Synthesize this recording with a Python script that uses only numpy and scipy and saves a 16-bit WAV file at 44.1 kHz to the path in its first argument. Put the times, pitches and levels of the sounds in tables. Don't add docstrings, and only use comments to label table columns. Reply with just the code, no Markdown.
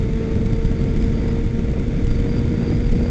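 import sys
import numpy as np
from scipy.fft import rfft, irfft, next_fast_len
from scipy.io import wavfile
from scipy.ndimage import uniform_filter1d, map_coordinates

SR = 44100
rng = np.random.default_rng(int(sys.argv[2]) if len(sys.argv) > 2 else 0)


def digitize_waveform(pressure):
    field = np.atleast_2d(pressure).T
    bounded = np.clip(field, -1, 1)
    quanta = np.round(bounded * 32767).astype(np.int16)
    wavfile.write(sys.argv[1], SR, quanta)


N = 136710


def amp(db):
    return 10 ** (np.asarray(db) / 20)


def unit(x):
    return x / np.sqrt(np.mean(x ** 2) + 1e-20)


def curves(rows):
    knots_s, *columns = np.transpose(rows)
    t = np.arange(N) / SR
    return [np.interp(t, knots_s, column) for column in columns]


def wobble(rate):
    knots = rng.standard_normal(int(N * rate / SR) + 4)
    return map_coordinates(knots, [np.arange(N) * rate / SR])


def filtered(x, response):
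    size = next_fast_len(N + SR // 2)
    hz = np.fft.rfftfreq(size, 1 / SR)
    return irfft(rfft(x, size) * response(hz), size)[:N]


def noise(spectrum):
    points_hz, points_db = np.transpose(spectrum)

    def colour(hz):
        return amp(np.interp(np.log(hz + 1), np.log(points_hz + 1), points_db))

    return unit(filtered(rng.standard_normal(N), colour))


def evened(x, size):
    power = np.abs(uniform_filter1d(x ** 2, size))
    return unit(x / np.sqrt(power + 1e-9))


def bumps(events, half_s):
    t = np.arange(N) / SR
    return sum(amp(db) * np.exp(-np.minimum(((t - s) / half_s) ** 2, 20)) for s, db in events)


# (time_s, rate_hz)
FIRING_RATE = [(0, 223.7), (.8, 227.7), (1.4, 229.9), (1.75, 231.6), (2.0, 232.6), (3.1, 237.3)]
# (multiple of the firing rate, level_db rms at mid-scene, drift_db_per_s)
EXHAUST_ORDERS = [(1, -30, 1.4), (2, -34, -1.1), (3, -57, -3), (4, -55, -1), (4.5, -74.5, 0), (5, -65, -3),
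                  (5.5, -73, 5), (6, -57.5, 0), (6.5, -75.5, 1.5), (7, -69, -1.5), (7.5, -71, 2)]
# (time_s, gain_db)
EXHAUST_GAIN = [(0, 0.5), (.45, 0.4), (1.35, 0.7), (1.8, -2), (2.15, 0), (2.45, 0.6), (3.1, 0.6)]
FLUTTER_DB, JITTER_RAD = 0.83, 0.037


def engine():
    rate_hz, = curves(FIRING_RATE)
    gain_db, = curves(EXHAUST_GAIN)
    phase = 2 * np.pi * np.cumsum(rate_hz) / SR + JITTER_RAD * wobble(45)
    from_middle_s = (np.arange(N) - N / 2) / SR
    note = np.zeros(N)
    for order, order_db, drift_db_per_s in EXHAUST_ORDERS:
        level_db = gain_db + order_db + drift_db_per_s * from_middle_s + FLUTTER_DB * wobble(16)
        start_phase = 2 * np.pi * rng.random()
        note += np.sqrt(2) * amp(level_db) * np.sin(order * phase + start_phase)
    return note


# (time_s, level_db)
RUMBLE_LEVEL = [(0, -22.5), (.13, -18.5), (.23, -28.5), (.35, -21), (.47, -22), (.65, -14.5), (.78, -25),
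                (1.02, -14.5), (1.2, -24.5), (1.35, -18.5), (1.46, -22), (1.55, -21.5), (1.9, -22.5),
                (2.08, -17.5), (2.25, -18.5), (2.65, -27.5), (2.92, -17.5), (3.08, -21)]
BUFFET_LEVEL = [(0, -18.5), (.1, -22), (.29, -23.5), (.36, -17.5), (.43, -19), (.49, -22), (.535, -19),
                (.6, -24), (.67, -21), (.76, -22), (.82, -20), (1.06, -19.5), (1.16, -20.5), (1.33, -20),
                (1.4, -23), (1.6, -21.5), (1.72, -20.5), (1.88, -22.5), (1.97, -21), (2.08, -19.5),
                (2.2, -19.5), (2.37, -21), (2.45, -18), (2.65, -21), (2.74, -16.5), (2.82, -20.5),
                (2.91, -20), (2.97, -17), (3.08, -22.5)]
AIR_LEVEL = [(0, -38), (.14, -47.5), (.23, -33.5), (.36, -39), (.5, -38), (.75, -39), (.84, -40),
             (1.1, -41), (1.24, -34), (1.38, -35), (1.52, -42.5), (1.78, -30.5), (1.86, -39.5),
             (1.96, -37.5), (2.04, -41.5), (2.3, -35), (2.56, -37.5), (2.72, -31), (2.82, -40.5), (3, -36),
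             (3.08, -33.5)]
# (frequency_hz, density_db per Hz)
RUMBLE_SPECTRUM = [(5, -23.5), (15, -1), (32, 17), (50, 10.5), (80, -17.5), (200, -64)]
BUFFET_SPECTRUM = [(20, -26.5), (55, 1), (90, 0.5), (150, -1.5), (225, -7), (300, -11), (420, -17),
                   (550, -26.5), (750, -37), (1400, -85)]
AIR_SPECTRUM = [(150, -6), (320, 8), (450, 1.5), (560, -1.5), (680, -7), (820, -12), (1000, -16),
                (1500, -20), (2500, -21), (5000, -53)]
RUMBLE_TRIM_DB, BUFFET_TRIM_DB, AIR_TRIM_DB = -2.5, -0.18, 1.5


def wind():
    rumble_db, = curves(RUMBLE_LEVEL)
    buffet_db, = curves(BUFFET_LEVEL)
    air_db, = curves(AIR_LEVEL)
    rumble = amp(rumble_db + RUMBLE_TRIM_DB) * evened(noise(RUMBLE_SPECTRUM), size=4000)
    buffet = amp(buffet_db + BUFFET_TRIM_DB) * evened(noise(BUFFET_SPECTRUM), size=2500)
    flurries = amp(6.2 * np.tanh(wobble(100)))
    air = amp(air_db + AIR_TRIM_DB) * evened(noise(AIR_SPECTRUM) * flurries, size=4000)
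    return rumble + buffet + air


# (time_s, peak_db of pressure before overload, half_length_s)
THUMPS = [(0.468, -12, 0.0039), (0.658, -18.5, 0.011), (1.018, -17, .009), (1.441, -19, 0.0088),
          (2.046, -12, 0.0047), (2.111, -14, 0.013), (2.867, -11, .006), (2.923, -8, 0.011)]


def thumps():
    pressure = np.zeros(N)
    for s, peak_db, half_s in THUMPS:
        push = 2 * bumps([(s, peak_db)], half_s)
        suction = bumps([(s, peak_db)], 2 * half_s)
        pressure += push - suction
    return pressure


# (time_s, peak_db of pressure before overload, hiss_db)
SLAPS = [(0.355, -12.5, -39.5), (.460, -11, -41), (.533, -4.5, -44), (.651, -5, -44), (0.716, -6, -41.5),
         (.817, -7.5, -44), (.841, -6.5, -46), (.964, -9.5, -40.5), (1.026, -11, -41.5), (1.082, -7.5, -49),
         (1.283, -13, -40), (1.374, -12.5, -46), (1.465, -7.5, -49), (1.593, -7.5, -45.5),
         (1.716, -9.5, -46), (1.798, -8.5, -43), (1.966, -8.5, -46), (2.070, -20, -37.5),
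         (2.113, -2.5, -46), (2.201, -8, -41), (2.384, -9, -43), (2.918, -8.5, -38.5), (2.971, -12, -45)]
SLAP_S, SLAP_CLEARS_S = 0.0013, 0.003


def slaps(flow):
    taken = np.minimum(bumps([(s, 0) for s, _, _ in SLAPS], SLAP_CLEARS_S), 1)
    pushes = bumps([(s, peak_db) for s, peak_db, _ in SLAPS], SLAP_S)
    return flow * (1 - taken) + pushes


# (frequency_hz, density_db per Hz)
SPIT_SPECTRUM = [(300, 4), (700, 7), (1200, 2), (2200, 0), (3500, -2), (5000, -7.5), (7500, -9.5),
                 (8500, -24.5)]
SPIT_S = 0.0027


def spit():
    bursts = bumps([(s, hiss_db) for s, _, hiss_db in SLAPS], SPIT_S)
    return bursts * noise(SPIT_SPECTRUM)


OVERLOAD = 0.43


def overloaded(pressure):
    return pressure / (1 + (pressure / OVERLOAD) ** 4) ** (1 / 4)


# (frequency_hz, density_db per Hz)
RASP_SPECTRUM = [(500, -5.5), (2000, 1), (3500, 5.5), (4200, -4.5), (5500, -2), (6800, -3.5), (7600, 0.5),
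                 (8500, -17)]
RASP_DB = -56
RASP_GROWS, RASP_PUSH = 0.7, 0.22


def rasp(pressure):
    swing = np.abs(unit(pressure)) * (1 + RASP_PUSH * (pressure > 0))
    return amp(RASP_DB) * unit(swing ** RASP_GROWS * noise(RASP_SPECTRUM))


# (time_s, level_db)
ROAD_LEVEL = [(0, -46), (.22, -45.5), (.55, -46.5), (1.1, -45), (1.35, -45.5), (1.5, -47), (1.88, -46.5),
              (2.08, -45), (2.7, -45), (3.08, -45.5)]
# (frequency_hz, density_db per Hz)
ROAD_SPECTRUM = [(400, -4), (1000, -8.5), (1400, -3.5), (1800, -4), (2120, 1), (2500, -6.5), (2900, -12),
                 (3300, -10), (3580, -7), (4050, -15.5), (4600, -12.5), (5400, -17.5), (6800, -16.5),
                 (8500, -40)]
ROAD_TRIM_DB, ROAD_FLUTTER_DB = 2, 0.5


def road():
    level_db, = curves(ROAD_LEVEL)
    return amp(ROAD_TRIM_DB + level_db + ROAD_FLUTTER_DB * wobble(90)) * noise(ROAD_SPECTRUM)


# (middle_s, length_s, pitch_hz before wander, level_db)
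WHISTLE_PUFFS = [(0.294, 0.061, 4527, -64), (0.524, .06, 4610, -55), (0.675, 0.07, 4840, -55),
                 (0.798, 0.058, 4620, -53.5), (0.903, .05, 4900, -59), (1.03, 0.075, 5000, -56),
                 (1.201, .08, 4590, -55), (1.3, 0.042, 4953, -56), (1.36, .05, 4600, -63),
                 (2.113, 0.03, 4730, -50), (2.177, 0.046, 4580, -53.5), (2.31, 0.051, 4735, -51.5),
                 (2.381, .04, 4680, -50.5), (2.525, 0.16, 4650, -58.5), (2.673, 0.11, 4720, -50),
                 (2.751, 0.059, 4890, -53), (2.847, 0.078, 4750, -54), (2.944, 0.044, 4700, -56),
                 (3.06, 0.13, 4710, -52)]
WHISTLE_WIDTH_HZ, WHISTLE_SKIRT_DB, WHISTLE_WANDER_HZ = 85, -4, 45


def whistle():
    t = np.arange(N) / SR
    pitch_hz, = curves([(s, hz) for s, _, hz, _ in WHISTLE_PUFFS])
    wandering_hz = pitch_hz + WHISTLE_WANDER_HZ * wobble(50)
    carrier = np.exp(2j * np.pi * np.cumsum(wandering_hz) / SR)

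    def band(width_hz):
        slow = wobble(2 * width_hz) + 1j * wobble(2 * width_hz)
        return unit(np.real(carrier * slow))

    power = sum(amp(db) ** 2 * np.exp(-(2 * (t - s) / length_s) ** 2)
                for s, length_s, _, db in WHISTLE_PUFFS)
    core = band(WHISTLE_WIDTH_HZ)
    skirt = amp(WHISTLE_SKIRT_DB) * band(3 * WHISTLE_WIDTH_HZ)
    flutter = amp(1.2 * wobble(99))
    return np.sqrt(power) * unit(flutter * (core + skirt))


def scene():
    flow = slaps(wind() + thumps())
    pressure = overloaded(flow + engine())
    return (pressure + rasp(pressure) + spit() + road() + whistle())[None]


LOPSIDED = 0.51
BOTTOM_HZ, TOP_HZ = 8, 8600


def record(dry):
    bent = dry[0] + LOPSIDED * (dry[0] ** 2 - np.mean(dry[0] ** 2))

    def camera(hz):
        low_cut = hz ** 2 / (hz ** 2 + BOTTOM_HZ ** 2)
        return low_cut / np.sqrt(1 + (hz / TOP_HZ) ** 100)

    return filtered(bent, camera)[None]


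dry = scene()
out = record(dry)
digitize_waveform(out)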